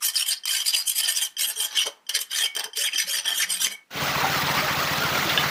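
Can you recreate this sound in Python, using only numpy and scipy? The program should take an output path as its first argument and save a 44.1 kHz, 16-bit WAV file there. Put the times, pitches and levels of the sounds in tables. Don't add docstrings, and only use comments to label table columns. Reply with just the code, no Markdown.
import sys
import numpy as np
from scipy import signal
from scipy.fft import rfft, irfft
from scipy.io import wavfile
from scipy.ndimage import uniform_filter1d

SR = 44100
rng = np.random.default_rng(int(sys.argv[2]) if len(sys.argv) > 2 else 0)


def wav_out(sig):
    wavfile.write(sys.argv[1], SR, np.round(np.clip(np.atleast_2d(sig).T, -1, 1) * 32767).astype(np.int16))


N = 242544
TIME = np.arange(N) / SR
BINS = np.fft.rfftfreq(N, 1 / SR)

# start_s, end_s, force_db, growth_db, sand_db, dig_db (the last two relative to force)
STROKES = [(-0.005, 0.078, -30, 1, 4.5, -11.5), (0.134, 0.229, -28.5, 8, -1, -14.5),
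           (0.256, 0.337, -27, 0, -1, -15.5), (0.463, 0.625, -26.5, -2, -4, -15),
           (0.645, 0.703, -24.5, 4.5, -2.5, -21), (0.725, 0.82, -26.5, -6.5, -3.5, -13),
           (0.862, 0.927, -30.5, -6, 5.5, -21), (0.939, 1.009, -30, 14, 2.5, -14.5),
           (1.019, 1.063, -24.5, -1, -9, -15.5), (1.073, 1.15, -28.5, -19, 0, -12),
           (1.147, 1.193, -27, 0, 0, -17), (1.205, 1.268, -28, -10.5, -0.5, -13),
           (1.378, 1.454, -27, 6, -0.5, -15.5), (1.45, 1.512, -38.5, 10, 8.5, -3),
           (1.551, 1.658, -33, 11.5, 2.5, -8.5), (1.702, 1.793, -38, -3, -13, -2.5),
           (1.752, 1.833, -23, 0, -10.5, -17.5), (1.854, 1.877, -27, -1, -6, 2),
           (2.1, 2.108, -20, -14, -7, -10), (2.143, 2.172, -19.5, -11, -6.5, -32),
           (2.193, 2.222, -37.5, 16, 5.5, -12), (2.302, 2.46, -26.5, 10.5, -6, -12.5),
           (2.55, 2.613, -34, 6, -10, 0.5), (2.628, 2.663, -35.5, 0, -10, 3.5),
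           (2.754, 2.877, -27.5, 6, -3.5, -19.5), (2.937, 2.953, -30.5, -8, -4, -2.5),
           (2.971, 3.03, -24.5, -4, -6.5, -20), (3.064, 3.198, -29, 4.5, -2.5, -12),
           (3.243, 3.335, -26.5, 1.5, -9.5, -6.5), (3.333, 3.437, -28.5, 9.5, -1.5, -10.5),
           (3.489, 3.586, -31, -11.5, 1, -11.5), (3.595, 3.672, -26.5, 0.5, -0.5, -9.5),
           (3.706, 3.753, -38, -17, -3.5, -5)]
# pitch_hz, width_hz, back_wall_db, side_wall_db
BLADE_MODES = [(1780, 264, -3, 7.5), (3136, 102, 20, 21.5), (4900, 130, 19.5, 17), (5510, 110, 12.5, 14),
               (5947, 148, 10, 19), (8665, 94, 13.5, 16.5), (10670, 210, 4.5, 8), (11760, 380, 7.5, 10)]
# pitch_hz, level_db, t60_s, exciting_blow
TOOL_MODES = [(438, 1, 0.17, "knock"), (568, 3, 0.2, "press"), (2220, -3, 0.25, "flick"),
              (2246, 2, 0.25, "flick")]
# frequency_hz, density_db
SPLASH_SPECTRUM = [(30, -50), (100, -11), (200, -1), (420, -6), (780, -0.5), (1020, -4), (1230, -2.5),
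                   (1500, -1), (1700, -5), (1900, -0.5), (2300, -4), (4800, -8.5), (7600, -17.5),
                   (10200, -22), (12500, -15.5), (14000, -19.5)]
# time_s, level_db
FLOW = [(3.885, -102), (3.91, -41.5), (3.95, -32), (4.03, -24), (5.5, -24)]

WATER_START_S = FLOW[0][0]
TURN_S = 1.2
LIFT_GAP_S = 0.066


def amp(db):
    return 10 ** (np.asarray(db) / 20)


def unit_rms(x):
    return x / np.sqrt(np.mean(x ** 2) + 1e-20)


def levelled(x, size=1100):
    return x / np.sqrt(abs(uniform_filter1d(x ** 2, size)) + 1e-20)


def curve_at(points, hz):
    f, value = np.transpose(points)
    return np.interp(np.log(hz + 1), np.log(f + 1), value)


def filtered(x, gain):
    return irfft(rfft(x) * gain, N)


def low_pass(edge_hz, slope=8):
    return 1 / (1 + (BINS / edge_hz) ** slope)


def add(mix, s, sound):
    part = mix[max(round(s * SR), 0):][:len(sound)]
    part += sound[:len(part)]


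def drift(rate_hz, size=8192):
    return unit_rms(np.interp(2 * rate_hz * TIME + rng.random(), np.arange(size), rng.standard_normal(size)))


def clicks(per_s, spread_db):
    impulses = (rng.random(N) < per_s / SR) * rng.choice([-1, 1], N)
    return impulses * amp(spread_db * np.minimum(rng.exponential(1, N), 4))


def resonate(x, hz, width_hz):
    carrier = np.exp(2j * np.pi * np.cumsum(hz * np.ones(len(x))) / SR)
    pole = np.exp(-np.pi * width_hz / SR)
    return 2 * (carrier * signal.lfilter([1 - pole], [1, -pole], x * carrier.conj())).real


def ring(modes):
    t = TIME[:SR // 2]
    return sum(amp(db) * np.exp(-np.log(1000) * t / t60) * np.sin(2 * np.pi * hz * t)
               for hz, db, t60 in modes)


def patchy(x, depth_db, size=512):
    frames = dict(nperseg=size, noverlap=size * 3 // 4)
    spectra = signal.stft(x, **frames)[2]
    patches = rng.standard_normal(spectra.shape)
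    for _ in range(2):
        patches = uniform_filter1d(uniform_filter1d(patches, size=3, axis=0), size=6, axis=1)
    gain = amp(depth_db * np.clip(unit_rms(patches), -2, 2))
    return signal.istft(spectra * gain, **frames)[1][:N]


def rasp(grains_per_s=9000, slip_db=2.0, slip_hz=110, wander_db=8.0, wander_hz=22, bend=0.018):
    # frequency_hz, density_db
    grit_spectrum = [(60, -36.5), (150, -13), (500, -11), (1500, -3.5), (2500, 6), (4000, 7.5), (7000, -7),
                     (10000, -9.5), (13000, -17), (15500, -20.5)]
    grains = clicks(grains_per_s, spread_db=3.0)
    out = grains.copy()
    for hz, width, back_db, side_db in BLADE_MODES:
        mode_db = np.where(TIME < TURN_S, back_db, side_db) + wander_db * np.tanh(drift(wander_hz))
        out += resonate(grains * amp(mode_db), hz * (1 + bend * drift(wander_hz)), width)
    out = patchy(out, depth_db=3.1)
    out = patchy(out, depth_db=3.1, size=1024)
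    return filtered(out * amp(slip_db * drift(slip_hz)), amp(curve_at(grit_spectrum, BINS)))


def dragging(size=441):
    contact = np.zeros(N)
    for (_, end, *_), (start, *_) in zip(STROKES, STROKES[1:]):
        contact[(TIME > end) & (TIME < start)] = start - end < LIFT_GAP_S
    return abs(uniform_filter1d(contact, size))


def scraper(land_s=0.016, pick_up_s=0.015, release_s=0.0083, coarse_db=-9.5, body_db=-0.5,
            fizz_arch_db=7.5, coarse_hz=1400, fizz_hz=7000):
    # coarse_db, body_db, fizz_db
    drag_db = (-59, -44.5, -53)
    power = np.zeros((3, N))
    last_end = -np.inf
    for start, end, force_db, growth_db, sand_db, dig_db in STROKES:
        rise_s = pick_up_s if start - last_end < LIFT_GAP_S else land_s
        last_end = end
        t = np.arange(-rise_s, end - start + 10 * release_s, 1 / SR)
        along = np.clip(t / (end - start), 0, 1)
        speed = np.sin(np.pi * along) - 2 / np.pi
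        bite = np.clip(.5 + t / (2 * rise_s), 0, 1) ** 2
        release = np.exp(-np.maximum(t - end + start, 0) / release_s)
        force = bite * release * amp(force_db + growth_db * (along - .5))
        levels = (dig_db + coarse_db, body_db, sand_db + fizz_arch_db * speed)
        for band, db in zip(power, levels):
            add(band, start - rise_s, (force * amp(db)) ** 2)
    power += amp(drag_db)[:, None] ** 2 * dragging()
    coarse, fizz = low_pass(coarse_hz), 1 - low_pass(fizz_hz, slope=12)
    bands = (coarse, 1 - coarse - fizz, fizz)
    steady = rasp()
    return sum(np.sqrt(p) * levelled(filtered(steady, band)) for p, band in zip(power, bands))


def bass_shelf(x, edge_hz=580):
    # time_s, gain_db
    bass_gain = [(0.9, -48), (1.05, -7), (3.7, -0.5)]
    bass = filtered(x, low_pass(edge_hz))
    return x - bass + bass * amp(np.interp(TIME, *np.transpose(bass_gain)))


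def hollow_resonance(x, width_hz=32, tool_db=-5, grip_damping=3.0, roam_db=7.0, roam_hz=14):
    # pitch_hz, back_wall_db, side_wall_db
    hollow_modes = [(675, -0.5, -3), (848, -6.5, 4), (1175, 0.5, -8.5), (1570, 5, 3), (1786, 3.5, 3.5),
                    (2214, 0, 2)]
    on_side = TIME > TURN_S
    modes = [(hz, width_hz, amp(np.where(on_side, side_db, back_db)))
             for hz, back_db, side_db in hollow_modes]
    modes += [(hz, grip_damping * np.log(1000) / np.pi / t60, on_side * amp(tool_db + db))
              for hz, db, t60, blow in TOOL_MODES if blow != "flick"]
    return x + sum(resonate(x * gain * amp(roam_db * np.tanh(drift(roam_hz))), hz, width)
                   for hz, width, gain in modes)


def crumbs(level_db=-25, per_s=2500, spread_db=4.0, low_hz=900, trickle_s=0.022):
    loosened = sum(amp(2 * force_db) * ((TIME > start) & (TIME < end))
                   for start, end, force_db, *_ in STROKES)
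    pole = np.exp(-1 / (trickle_s * SR))
    falling = np.sqrt(signal.lfilter([1 - pole], [1, -pole], loosened))
    colour = BINS ** 4 / (BINS ** 4 + low_hz ** 4) / np.sqrt(BINS + low_hz)
    return amp(level_db) * falling * unit_rms(filtered(clicks(per_s, spread_db), colour))


def air(level_db=-67):
    # frequency_hz, density_db
    air_spectrum = [(90, -16.5), (200, -3), (950, -8), (2000, -7), (15000, -23)]
    return amp(level_db) * unit_rms(filtered(rng.standard_normal(N), amp(curve_at(air_spectrum, BINS))))


def pond_reverb(x, delay_s=0.004):
    # frequency_hz, t60_s
    decay_times = [(400, .17), (1000, .5), (2500, .24), (15000, .15)]
    reflections = rng.standard_normal(SR // 2) * (TIME[:SR // 2] > delay_s)
    hz, t, spectra = signal.stft(reflections, SR, nperseg=256)
    decay = np.exp(-np.log(1000) * t / curve_at(decay_times, hz)[:, None])
    tail = signal.istft(spectra * decay, SR, nperseg=256)[1]
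    return signal.fftconvolve(x, tail / np.linalg.norm(tail))[:N]


def squeaks(length_s=0.034, jitter=.07, jitter_hz=500, rough_db=4.0, low_hz=950):
    # middle_s, pitch_hz, level_db
    chatters = [(0.024, 1209, -39), (0.167, 4900, -20), (0.325, 4677, -26), (0.375, 4650, -35.5),
                (0.745, 3005, -21.5), (1.795, 3061, -20), (2.847, 1750, -30.5), (2.883, 2299, -29),
                (2.937, 2624, -30), (3.145, 1780, -31), (3.405, 1792, -28), (3.436, 2190, -25)]
    pitch, level = np.zeros((2, N))
    for s, hz, db in chatters:
        on = abs(TIME - s) < length_s / 2
        pitch[on] = hz
        level[on] = amp(db) * np.cos(np.pi * (TIME[on] - s) / length_s)
    cycles = np.cumsum(pitch * (1 + jitter * drift(jitter_hz))) / SR
    tone = unit_rms(np.sin(2 * np.pi * cycles) * amp(rough_db * drift(jitter_hz)))
    return filtered(level * tone, 1 - low_pass(low_hz))


def catches(ring_factor=5.2, crunch_db=-7, crunch_s=0.0028, touch_s=0.0015, soft_db_per_octave=-7,
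            low_hz=1100):
    # time_s, level_db, kind ("tick" or "touch")
    impacts = [(0.156, -21, "tick"), (0.435, -26, "touch"), (0.455, -13, "tick"), (0.508, -12, "touch"),
               (1.367, -20, "touch"), (1.6, -15.5, "touch"), (1.634, -18.5, "tick"),
               (1.772, -14.5, "touch"), (2.066, -36, "touch"), (2.093, -15, "tick"), (2.19, -17.5, "tick"),
               (2.551, -18.5, "tick"), (2.565, -14, "tick"), (2.595, -14.5, "tick"), (2.642, -17.5, "tick"),
               (2.732, -26.5, "touch"), (2.772, -14, "tick"), (2.932, -17, "touch"), (2.958, -12, "touch"),
               (2.978, -21, "touch"), (3.278, -13.5, "touch"), (3.645, -12, "touch")]
    out, t = np.zeros(N), TIME[:SR // 2]
    for s, db, kind in impacts:
        hard = kind == "tick"
        tilt_db = 0 if hard else soft_db_per_octave
        blade = ring([(hz, mode_db + tilt_db * np.log2(hz / BLADE_MODES[0][0]), ring_factor / width)
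                      for hz, width, _, mode_db in BLADE_MODES])
        blade *= 1 if hard else 1 - np.exp(-t / touch_s)
        crunch = hard * rng.standard_normal(len(t)) * np.exp(-t / crunch_s)
        add(out, s, amp(db) * (blade / abs(blade).max() + amp(crunch_db) * crunch))
    return signal.sosfilt(signal.butter(3, low_hz, "high", fs=SR, output="sos"), out)


def springs(swell_s=0.009, chatter_db=2.0, chatter_hz=55, buzz=0.3):
    # time_s, kind ("knock", "press" or "flick"), level_db
    blows = [(1.57, "knock", -35), (1.868, "knock", -30.5), (2.14, "press", -45), (2.165, "knock", -40.5),
             (2.47, "flick", -28.5), (2.565, "knock", -35.5), (2.65, "knock", -33.5),
             (2.772, "knock", -34.5), (2.79, "press", -39), (3.075, "press", -43), (3.715, "flick", -33.5)]
    out = np.zeros(N)
    swell = 1 - np.exp(-TIME[:SR // 2] / swell_s)
    for s, blow, db in blows:
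        modes = [mode for *mode, kind in TOOL_MODES if kind == blow]
        add(out, s - swell_s / 2, amp(db) * swell * ring(modes))
    return out * amp(chatter_db * drift(chatter_hz)) * (1 + buzz * drift(2 * chatter_hz))


def boots(from_hz=145, to_hz=215, width_hz=22):
    # start_s, level_db, length_s
    shuffles = [(3.034, -57.5, 0.05), (3.392, -56.5, 0.39)]
    level, pitch = np.zeros((2, N))
    for s, db, length in shuffles:
        window = signal.windows.tukey(int(length * SR), .5)
        add(level, s, amp(db) * window)
        add(pitch, s, np.linspace(from_hz, to_hz, len(window)))
    pitch = np.maximum(pitch, from_hz)
    creak = resonate(resonate(rng.standard_normal(N), pitch, width_hz), pitch, width_hz)
    return level * levelled(creak)


def bubbles(per_s=1500, decay_cycles=11, rise=0.0615, sizes=48):
    out = np.zeros(N)
    for hz in np.geomspace(330, 6500, sizes) * rng.uniform(1.0, 1.03, sizes):
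        age = np.arange(int(5 * decay_cycles * SR / hz)) * hz / SR / decay_cycles
        blip = np.exp(-age) * np.sin(2 * np.pi * decay_cycles * age * (1 + rise * age / 2))
        births = clicks(per_s / sizes * np.sqrt(hz / 1500), spread_db=0)
        gain = amp(curve_at(SPLASH_SPECTRUM, hz)) * np.sqrt(hz)
        out += gain * unit_rms(signal.oaconvolve(births, blip)[:N])
    return unit_rms(out)


def high_hiss(flutter, gain_db=-15, centre_hz=15120, width_hz=600):
    band = np.exp(-((BINS - centre_hz) / width_hz) ** 2)
    return amp(gain_db) * unit_rms(filtered(rng.standard_normal(N) * flutter, band))


def stream_and_hiss(splash_db=-3.5, bubble_db=-5, lump_db=1.33, lump_hz=60, cavity_db=-12, cavity_hz=1280):
    lumps = amp(lump_db * drift(lump_hz))
    drops = patchy(clicks(per_s=16000, spread_db=1.5), depth_db=2.4)
    splash = unit_rms(filtered(drops * lumps, amp(curve_at(SPLASH_SPECTRUM, BINS))))
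    hiss = high_hiss(lumps)
    cavity = unit_rms(resonate(splash, cavity_hz * (1 + .09 * drift(rate_hz=14)), width_hz=60))
    water = amp(cavity_db) * cavity + amp(splash_db) * splash + amp(bubble_db) * bubbles()
    return (water + hiss) * amp(np.interp(TIME, *np.transpose(FLOW))) * (TIME > WATER_START_S)


def pump(first_s=3.9535, firings_per_s=14.63, level_db=-27, uneven_db=1.0, attack_s=0.002, low_hz=64):
    # pitch_hz, level_db, t60_s
    exhaust_modes = [(88, -10.5, 0.19), (148.7, 10.5, 0.053), (185, -11, 0.012), (272, -4.5, 0.14)]
    # delay_s, gain
    paths = [(0, 0.7), (0.021, 0.28)]
    out = np.zeros(N)
    thump = ring(exhaust_modes) * (1 - np.exp(-TIME[:SR // 2] / attack_s))
    for s in np.arange(first_s, TIME[-1], 1 / firings_per_s):
        strength = amp(level_db + uneven_db * rng.standard_normal())
        for delay, gain in paths:
            add(out, s + delay, strength * gain * thump)
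    fade_in = amp(np.interp(TIME, *np.transpose(FLOW)) - FLOW[-1][1])
    return signal.sosfilt(signal.butter(5, low_hz, "high", fs=SR, output="sos"), out) * fade_in


def slaps_and_scrape(swell_s=0.011, width_share=0.51):
    # start_s, pitch_hz, level_db
    bursts = [(4.206, 1090, -25.5), (4.236, 820, -23), (4.479, 940, -27.5), (4.575, 2080, -24.5),
              (4.676, 1570, -25), (5.288, 3200, -24.5), (5.434, 1310, -28)]
    out, t = np.zeros(N), TIME[:SR // 10]
    envelope = t / swell_s * np.exp(1 - t / swell_s)
    for s, hz, db in bursts:
        width_hz = width_share * hz
        burst = resonate(resonate(rng.standard_normal(len(t)), hz, width_hz), hz, width_hz)
        add(out, s, amp(db) * levelled(burst) * envelope)
    return out


def gulps():
    # start_s, pitch_hz, level_db, t60_s
    large_bubbles = [(4.235, 778, -21.5, 0.38), (4.625, 618, -23.5, 0.16), (5.255, 328, -25, 0.19)]
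    out = np.zeros(N)
    for s, hz, db, t60 in large_bubbles:
        add(out, s, ring([(hz, db, t60)]) * (1 - np.exp(-TIME[:SR // 2] * hz)))
    return out


def clack(start_s=5.3755, level_db=-12.5, wet_db=-5, swell_s=0.0013):
    # pitch_hz, level_db, t60_s
    clack_modes = [(1674, 2, 0.027), (2740, 4.5, 0.012), (2930, 14.5, 0.0096), (3540, 5.2, 0.028)]
    out = np.zeros(N)
    add(out, start_s, amp(level_db) * ring(clack_modes) * (1 - np.exp(-TIME[:SR // 2] / swell_s)))
    return out + amp(wet_db) * pond_reverb(out)


def scene(wet_db=-13, fade_s=0.06):
    work = hollow_resonance(bass_shelf(scraper())) + catches() + squeaks() + springs() + crumbs() + boots()
    fade_out = np.clip((WATER_START_S - TIME) / fade_s, 0, 1)
    scraping = (work + amp(wet_db) * pond_reverb(work)) * fade_out
    return (scraping + stream_and_hiss() + slaps_and_scrape() + gulps() + clack() + pump() + air())[None]


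def record(dry, edge_hz=15550):
    kernel = signal.firwin(401, edge_hz, window=("kaiser", 9), fs=SR)
    return signal.oaconvolve(dry, kernel[None], "same")


dry = scene()
out = record(dry)
wav_out(out)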